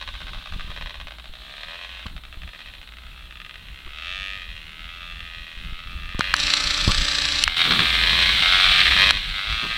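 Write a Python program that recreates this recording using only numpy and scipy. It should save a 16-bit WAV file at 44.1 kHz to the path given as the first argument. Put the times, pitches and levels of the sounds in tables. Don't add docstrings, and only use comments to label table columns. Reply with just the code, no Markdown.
import sys
import numpy as np
from scipy import signal
from scipy.fft import rfft, irfft
from scipy.io import wavfile

SR = 44100
rng = np.random.default_rng(int(sys.argv[2]) if len(sys.argv) > 2 else 0)


def waveform_to_disk(signal):
    frames = np.transpose(np.atleast_2d(signal))
    scaled = np.clip(frames, -1, 1) * 32767
    samples = np.round(scaled).astype(np.int16)
    wavfile.write(sys.argv[1], SR, samples)


N = 430857
T = np.arange(N) / SR

# time in seconds, exhaust level in dB before the microphone gain, throttle (0-1).
RIDE = [(0, -41, 0), (.9, -42, 0), (1.33, -52, 0.9), (1.45, -45.5, 0.6), (1.72, -39.5, 0.3),
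        (2.03, -39, 0.1), (2.15, -55, 0.3), (2.65, -41.5, 0.3), (2.9, -52, 0.5), (3.1, -47, 0.06),
        (3.55, -47.5, 0.2), (3.62, -45, 0.3), (3.85, -44.5, 0.27), (4.11, -32, 0.94), (4.3, -33, 1),
        (4.45, -40, 0.44), (4.68, -43, 0.56), (5.0, -39.5, 0.4), (6.06, -40.5, 0.33), (6.22, -36, 0.12),
        (7.95, -38, 0.2), (8.8, -31.5, 0), (9.1, -31.5, 0.57), (9.22, -37.5, 0), (9.5, -33.5, 0.63),
        (9.77, -33, 0.3)]
# time in seconds, heading (0 seen from behind, 1 from the side, 2 climbing).
HEADING = [(0, 0.11), (2.0, 0.62), (2.9, 0.75), (3.5, 0.94), (5.0, 0.95), (6.1, 1.19), (7.5, 2),
           (9.77, 1.68)]
# time in seconds, gain in dB.
MIC_GAIN = [(0, 0), (6.19, 0), (6.2, 7), (7.563, 7), (7.567, 16), (9.11, 16), (9.112, 7), (9.77, 7)]


def amp(db):
    return 10 ** (np.asarray(db) / 20)


def evened(x):
    return x / np.sqrt(np.mean(x ** 2) + 1e-20)


def curve(rows, axis=1):
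    rows = np.asarray(rows, float)
    return np.interp(T, rows[:, 0], rows[:, axis])


def add(mix, s, sound):
    part = mix[max(0, round(s * SR)):][:len(sound)]
    part += sound[:len(part)]


def drift(hz):
    size = 2 ** 19
    spectrum = rfft(rng.standard_normal(size))
    slowing = 1 + (np.fft.rfftfreq(size, 1 / SR) / hz) ** 4
    return evened(irfft(spectrum / slowing)[:N])


def highpass(x, hz):
    return signal.sosfilt(signal.butter(2, hz, "high", fs=SR, output="sos"), x)


def colour(x, points, size=4096):
    hz, db = np.transpose(points)
    log_hz = np.log(abs(np.fft.fftfreq(size, 1 / SR)) + 1)
    log_gain = np.log(amp(np.interp(log_hz, np.log(hz), np.maximum(db, -90))))
    taps = np.fft.ifft(np.exp(np.conj(signal.hilbert(log_gain)))).real[:size // 2]
    return signal.oaconvolve(x, taps / np.linalg.norm(taps))[:len(x)]


def pulses(times, sizes, size=8):
    at = (times * SR).astype(int)[:, None] + np.arange(-size, size + 1)
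    off, out = at - times[:, None] * SR, np.zeros(N)
    shape = np.sinc(off) * np.sinc(off / (size + 1))
    np.add.at(out, at.clip(0, N - 1), sizes[:, None] * shape)
    return out


def puffs(train, decay):
    r = np.exp(-1 / (decay * SR))
    power = signal.lfilter([1 - r], [1, -r], train ** 2 + 1e-18)
    return np.sqrt(power) * rng.standard_normal(N)


def scatter(train, decay, turn_hz, count=3, size=1400):
    t, out = np.arange(size) / SR, np.zeros(N)
    turn = turn_hz * T + rng.random()
    for k in range(count):
        taps = rng.standard_normal(size) * np.exp(-t / decay) * (t > .0006)
        echoes = signal.oaconvolve(train, taps / np.linalg.norm(taps))[:N]
        out += np.cos(np.pi * (turn + k / count)) * echoes
    return out * np.sqrt(2 / count)


def throttle():
    return np.clip(curve(RIDE, axis=2), 0, 1)


def aspect(axis):
    # heading, share of the sound scattered (0-1), silencer boom in dB, treble tilt in dB.
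    by_heading = np.asarray([(0, 0.77, -5, 0.5), (.5, 0.59, 7.5, -1.2), (1, 0.43, -3, -0.04),
                             (1.4, .55, 0.5, -3), (2, 0.63, 3.5, -1.1)], float)
    return np.interp(curve(HEADING), by_heading[:, 0], by_heading[:, axis])


def firings(uneven_db=3.0, steadied=.8, jitter_s=.00001, pop_s=0.0054, waver=0.003067):
    # time in seconds, firings per second.
    speed = [(0.0, 80.9), (0.45, 74.1), (0.59, 82.3), (1.05, 86.7), (1.37, 59.0), (1.77, 87.3),
             (2.01, 89.3), (2.26, 64.3), (2.48, 69.9), (2.71, 72.7), (3.05, 63.6), (3.32, 63.7),
             (3.88, 68.6), (4.16, 95.9), (4.36, 96.7), (4.47, 81.7), (4.65, 77.1), (4.98, 86.8),
             (5.32, 83.5), (5.64, 83.0), (5.95, 87.7), (6.04, 84.8), (6.16, 94.2), (6.6, 90.4),
             (7.16, 90.5), (7.49, 83.9), (7.99, 83.4), (8.17, 85.4), (8.45, 92.2), (8.81, 93.5),
             (8.89, 90.8), (9.19, 102.7), (9.27, 97.9), (9.41, 98.7), (9.53, 112.4), (9.77, 114.5)]
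    # first pair in seconds, last pair in seconds, number of pairs, level of the first pop in dB.
    stutters = [(.0129, .0763, 2, -30), (.1395, .3335, 4, -33), (.4587, .5231, 2, -34),
                (.5962, .7038, 2, -32.5), (.763, .8598, 3, -31.5), (.8952, .943, 2, -34.5),
                (1.001, 1.0713, 2, -33), (1.1085, 1.1848, 2, -35), (1.2426, 1.3376, 2, -38),
                (2.0705, 2.1652, 2, -37), (2.237, 2.3269, 2, -38), (2.419, 2.5912, 4, -36.5),
                (2.6602, 2.8153, 3, -38), (2.8751, 2.97, 3, -38.5), (3.3091, 3.3561, 2, -39),
                (3.4014, 3.5419, 4, -35.5), (7.7085, 7.7921, 2, -29), (8.424, 8.424, 1, -30),
                (8.856, 8.965, 3, -29)]
    second_pop_db, misfire_db, weak_cycles = -0.5, -16, 2.2

    hz = curve(speed) * (1 + waver * drift(7.19))
    turns = np.cumsum(hz) / SR
    times = np.interp(np.arange(1, turns[-1]), turns, T)
    chance = rng.standard_normal((len(times), 2))
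    spread_db = uneven_db * (1 - steadied * np.interp(times, T, throttle()))
    level = amp(curve(RIDE)) * np.sqrt(SR / hz)
    sizes = np.interp(times, T, level) * amp(spread_db * chance[:, 0])

    rows = [(s, db) for first, last, count, db in stutters for s in np.linspace(first, last, round(count))]
    pairs, pair_db = np.transpose(rows)
    cycle = 1 / np.interp(pairs, T, hz)
    cycles_after = (times[:, None] - pairs) / cycle
    weak = ((cycles_after > -weak_cycles) & (cycles_after < 0)).any(1)
    sizes *= amp(misfire_db * weak)
    sizes *= (abs(cycles_after - .5) > 1).all(1)
    pop_sizes = amp(np.r_[pair_db, pair_db + second_pop_db]) * np.sqrt(pop_s * SR)
    steady = -pulses(times + jitter_s * chance[:, 1], sizes)
    return steady, -pulses(np.r_[pairs, pairs + cycle], pop_sizes)


def exhaust(pop_gas_db=-9, echo_s=0.001527, echo=0.32, sway=0.049, gas_db=-13, shut_clatter=0.9,
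            low_clatter_db=-8, scatter_s=0.007, pop_crack=0.96, pop_scatter=0.76):
    shut_clatter_share = 0.66
    open_direct_share = 0.52
    open_clatter, clatter_grain_db = .13, 2

    steady, pops = firings()
    coast = np.clip(shut_clatter_share * (1 - throttle()) ** 2, 0, 1)
    wet = np.clip(aspect(axis=1) * (1 - open_direct_share * throttle() ** 3), 0, 1)
    steady = steady * np.sqrt(1 - coast)

    train = steady + pop_crack * pops
    bounce = np.interp(T - echo_s * (1 + sway * drift(0.82)), T, train)
    direct = train + echo * bounce
    reflected = scatter(steady + pop_scatter * pops, decay=scatter_s, turn_hz=2.2)
    cracks = np.sqrt(1 - wet) * direct + np.sqrt(wet) * reflected

    gas = amp(gas_db) * puffs(steady, decay=.004)
    clatter_level = amp(curve(RIDE) + clatter_grain_db * drift(150)) * (open_clatter + shut_clatter * coast)
    clatter = clatter_level * rng.standard_normal(N)
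    rush = highpass(gas + clatter, 2200)
    rush += amp(low_clatter_db) * clatter
    return cracks + rush + amp(pop_gas_db) * puffs(pops, decay=0.0012)


def engine(boom_hz=680, boom_q=4, boom_db=-4, treble_hz=2500, engine_db=0.24):
    # frequency in Hz, relative level in dB per Hz.
    behind = [(220, -41), (380, -28), (425, -9), (469, -11.5), (596, 0), (686, -3.5), (802, -3.5),
              (1240, 2), (1370, -10.5), (1510, 4), (2090, -5.5), (3720, 1), (4730, -16.5), (7110, -30),
              (11000, -37), (14300, -65), (22000, -120)]
    abeam = [(250, -33), (420, -25), (516, -18.5), (659, -8.5), (953, -27), (1130, -12.5), (1240, 0.5),
             (1400, -6.5), (1860, 0), (2220, -5.5), (2650, 3.5), (2980, -3), (3300, -.5), (3950, -10),
             (4720, -21.5), (11000, -44), (14300, -74), (22000, -120)]
    climbing = [(190, -67.5), (330, -26), (510, -19), (743, -8.5), (813, -15.5), (1130, -9), (1400, -4),
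                (1680, 2), (1850, -3.5), (2160, 2.5), (2590, -1.5), (3500, 2.5), (4050, 0.5), (4800, -13),
                (6010, -22.5), (6980, -36), (8120, -26), (12000, -50.5), (15600, -77), (22000, -120)]
    ring_hz, ring_q, shut_ring_db, open_ring_db = 1240, 1.7, 2.5, -4
    shut_bright_db, open_bright_db = 1.4, 2.5

    drive, heading, load = exhaust(), curve(HEADING), throttle() ** 2
    pipe = np.zeros(N)
    for k, view in enumerate((behind, abeam, climbing)):
        nearness = np.maximum(1 - abs(heading - k), 0)
        pipe += nearness * colour(drive, view)
    silencer = signal.lfilter(*signal.iirpeak(boom_hz, boom_q, SR), pipe)
    ring = signal.lfilter(*signal.iirpeak(ring_hz, ring_q, SR), pipe)
    pipe += (amp(boom_db / 2 + aspect(axis=2)) - 1) * silencer
    pipe += (amp(shut_ring_db + (open_ring_db - shut_ring_db) * load) - 1) * ring

    low = signal.sosfiltfilt(signal.butter(2, treble_hz, fs=SR, output="sos"), pipe)
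    bright_db = shut_bright_db + (open_bright_db - shut_bright_db) * load + aspect(axis=3)
    return amp(engine_db) * (low * amp(-bright_db) + (pipe - low) * amp(bright_db))


def track(grain_db=2):
    # time in seconds, level in dB before the microphone gain.
    rattle_level = [(0, -49), (1.1, -53.5), (1.6, -42), (2.2, -53.5), (2.6, -49), (3.2, -53.5),
                    (6.1, -49.5), (7.6, -40.5), (9.77, -41)]
    # frequency in Hz, relative level in dB per Hz.
    rattle_colour = [(200, -48), (1000, -15.5), (2500, -6), (3300, 2), (3700, 2.5), (4150, 0.5),
                     (4700, -15.5), (6500, -26.5), (8200, -23), (16000, -49)]
    grains = evened(rng.standard_normal(N) * amp(grain_db * drift(140)))
    return amp(curve(rattle_level)) * colour(grains, rattle_colour)


def zoom_motor(tooth_db=1.5, rasp_db=-4, step_db=-3, play_s=.00005, drone_hz=160, drone_db=-47):
    # time in seconds, level in dB.
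    running_level = [(6.355, -57), (6.39, -25.5), (7.43, -26.5), (7.445, -70)]
    # frequency in Hz, relative level in dB per Hz.
    lens_colour = [(590, -21), (1000, -21.5), (1210, -12.5), (1810, -8), (1970, -16), (2580, -6),
                   (2800, -9), (4030, -0.5), (4470, -4), (5740, -12.5), (6770, -21), (7840, -16),
                   (8780, -31), (10300, -36), (12000, -42), (15600, -65), (22000, -120)]
    # multiple of the step rate, level in dB before the whine's trim and flutter.
    whine_tones = [(1, -43.5), (2, -45), (3, -48.5), (4, -39), (6, -37.5), (8, -61), (16, -61), (18, -50),
                   (20, -39.5), (24, -60), (26, -54), (28, -63), (34, -54.5), (36, -56)]
    step_hz, gear_hz, whine_trim_db = 293.05, 29.3, -4.5
    tooth_spread_db, tooth_echo_s = 2, .00045

    start, end = running_level[0][0], running_level[-1][0]
    teeth = np.arange(start, end, 1 / (9 * gear_hz))
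    steps = np.arange(start, end, 1 / (2 * step_hz))
    turn = 2 * np.pi * gear_hz * (teeth - 6.47)
    tooth_level_db = 2.6 * np.cos(turn) + 3.6 * np.cos(2 * turn)
    tooth_level_db += tooth_spread_db * rng.uniform(-1, 1, len(teeth))
    ticks = pulses(teeth + play_s * rng.standard_normal(len(teeth)), amp(tooth_level_db))
    ticks *= np.sqrt((end - start) * SR / np.sum(ticks ** 2))
    stepping = pulses(steps, np.full(len(steps), np.sqrt(SR / step_hz / 2)))

    rattle = amp(tooth_db) * (ticks + 0.62 * scatter(ticks, decay=tooth_echo_s, turn_hz=2)) / 2
    rattle += amp(rasp_db) * puffs(ticks, decay=0.00041)
    rattle += amp(step_db) * puffs(stepping, decay=0.00018)
    rattle *= amp(1.8 * np.cos(2 * np.pi * gear_hz * (T - 6.47)))

    whine = np.zeros(N)
    for k, db in whine_tones:
        tone = np.sin(2 * np.pi * (round(k) * step_hz * T + rng.random()))
        whine += amp(db + drift(22)) * np.sqrt(2) * tone
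    whine += amp(drone_db + drift(22)) * np.sqrt(2) * np.sin(2 * np.pi * drone_hz * T)
    running = (T > start) & (T < end)
    return running * (amp(curve(running_level)) * colour(rattle, lens_colour) + amp(whine_trim_db) * whine)


def clicks(size=1500, click_db=0):
    # start in seconds, strength in dB, hardness in dB per octave.
    contacts = [(2.066, -21, 3), (6.1931, -14, 11), (6.208, -4.5, 1), (6.3402, 4.5, 1), (6.365, -9, 12),
                (6.538, -3.5, 9.5), (6.918, -3.5, 8.5), (7.4384, 2.5, 13.5), (7.478, 1, 1.5),
                (9.108, 1, 4.5)]
    # frequency in Hz, level in dB before the hardness, time to fall 60 dB in seconds.
    case_modes = [(1170, -33, 0.024), (1370, 17, 0.0063), (3010, 12.5, 0.0055), (3890, 5, 0.011),
                  (4314, 5.5, 0.0092), (5940, 2, 0.0021), (7720, -12.5, 0.0068), (9870, -21.5, 0.0075),
                  (13400, -45, 0.0036)]
    out, t = np.zeros(N), np.arange(size) / SR
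    hz, mode_db, t60 = np.transpose(case_modes)[:, :, None]
    signs = (-1) ** np.arange(len(case_modes))[:, None]
    for s, db, hardness in contacts:
        weights = amp(mode_db + hardness * np.log2(hz / 2500)) * signs
        modes = weights * np.sin(2 * np.pi * hz * t) * amp(-60 * t / t60)
        ring = modes.sum(0) / np.linalg.norm(weights)
        contact = (t == 0) + .13 * rng.standard_normal(size) * np.exp(-t / .0016)
        add(out, s, amp(db + click_db) * np.convolve(ring, contact))
    return highpass(out, 750)


def handling():
    # start in seconds, length in seconds, peak level in dB before the grain.
    strokes = [(.212, 0.2, -50), (0.584, 0.015, -50), (0.66, 0.063, -45), (2.056, .015, -36),
               (3.862, 0.024, -45), (6.145, 0.0081, -33), (6.188, 0.017, -34), (6.878, 0.031, -25),
               (7.64, 0.222, -28), (7.84, 0.61, -37.5), (8.806, 0.37, -37), (9.622, 0.047, -33),
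               (9.65, 0.079, -43.5)]
    # frequency in Hz, relative level in dB per Hz.
    stroke_colour = [(60, -5.5), (160, 1.5), (300, -7), (550, -13), (800, -21.5), (1150, -3.5), (2000, -33),
                     (5000, -40)]
    level = np.zeros(N)
    for s, length, db in strokes:
        arch = np.sqrt(np.maximum(1 - (2 * (T - s) / length - 1) ** 2, 0))
        level += amp(db) * arch
    return level * colour(rng.standard_normal(N) * amp(2.1 * drift(54)), stroke_colour)


def wind(lump_db=5.5):
    # time in seconds, level in dB before lumps and trim.
    rumble_level = [(0, -40), (.7, -39.5), (1.6, -54.5), (2.0, -45.5), (2.6, -50.5), (5.1, -49.5),
                    (5.7, -42.5), (6.7, -34.5), (7.4, -42.5), (8.6, -43), (9.0, -35.5), (9.77, -44)]
    # frequency in Hz, relative level in dB per Hz.
    rumble_colour = [(12, -9), (25, 6), (45, 5.5), (85, -6), (120, -17), (165, -12), (220, -22),
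                     (300, -27.5), (600, -45.5), (1500, -54)]
    # start in seconds, level in dB before the pulse shape, time scale of the push in seconds.
    buffets = [(0.564, -19, 0.0046), (.585, -21, 0.012), (0.646, -23, 0.0081), (0.698, -23, 0.0088),
               (1.067, -35, 0.0033), (1.295, -27, 0.0088), (2.064, -23, 0.0027), (2.372, -24, 0.0053),
               (3.856, -29.5, 0.015), (5.572, -26, 0.0077), (5.725, -20, 0.0075), (6.15, -17.5, 0.0063),
               (6.1936, -10, 0.0009), (6.878, -2.5, 0.0019), (6.895, -12, 0.0071)]
    level = amp(curve(rumble_level) + lump_db * drift(7.0) + 1.5)
    out = level * colour(rng.standard_normal(N), rumble_colour, size=16384)
    t = T[:SR // 4]
    for s, db, rise in buffets:
        u = t / rise
        add(out, s, -amp(db) * 1.63 * u * (2 - u) * np.exp(-u))
    return out


def hum(hz=57, waver_hz=5, fade_s=0.047):
    first_s, every_s, length_s = -.19, 1.0, .58
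    hum_db, gain_share = -46, 0.86
    since = (T - first_s) % every_s
    fade = np.clip(np.minimum(since, length_s - since) / fade_s, 0, 1)
    level = amp(hum_db + gain_share * curve(MIC_GAIN)) * fade
    phase = 2 * np.pi * np.cumsum(hz + waver_hz * drift(11.8)) / SR
    return level * amp(drift(6.7)) * np.sqrt(2) * np.sin(phase)


def hiss(hiss_db=-54.5):
    # frequency in Hz, relative level in dB per Hz.
    hiss_colour = [(30, 12.5), (90, 18), (125, 16.5), (164, 17), (205, 14), (300, 10), (500, 6),
                   (1500, 10.5), (6000, -9), (8000, -4.5), (10000, -5.5), (16000, -6.5)]
    return amp(hiss_db) * colour(rng.standard_normal(N), hiss_colour)


def scene():
    far = engine() + track() + hiss()
    near = zoom_motor() + clicks() + handling() + wind() + hum()
    return (amp(curve(MIC_GAIN)) * far + near)[None]


def record(dry):
    edge_hz = 15900
    lowpass = signal.firwin(511, edge_hz, window=("kaiser", 9), fs=SR)
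    return signal.oaconvolve(np.clip(dry, -1, 1), lowpass[None], "same")


dry = scene()
out = record(dry)
waveform_to_disk(out)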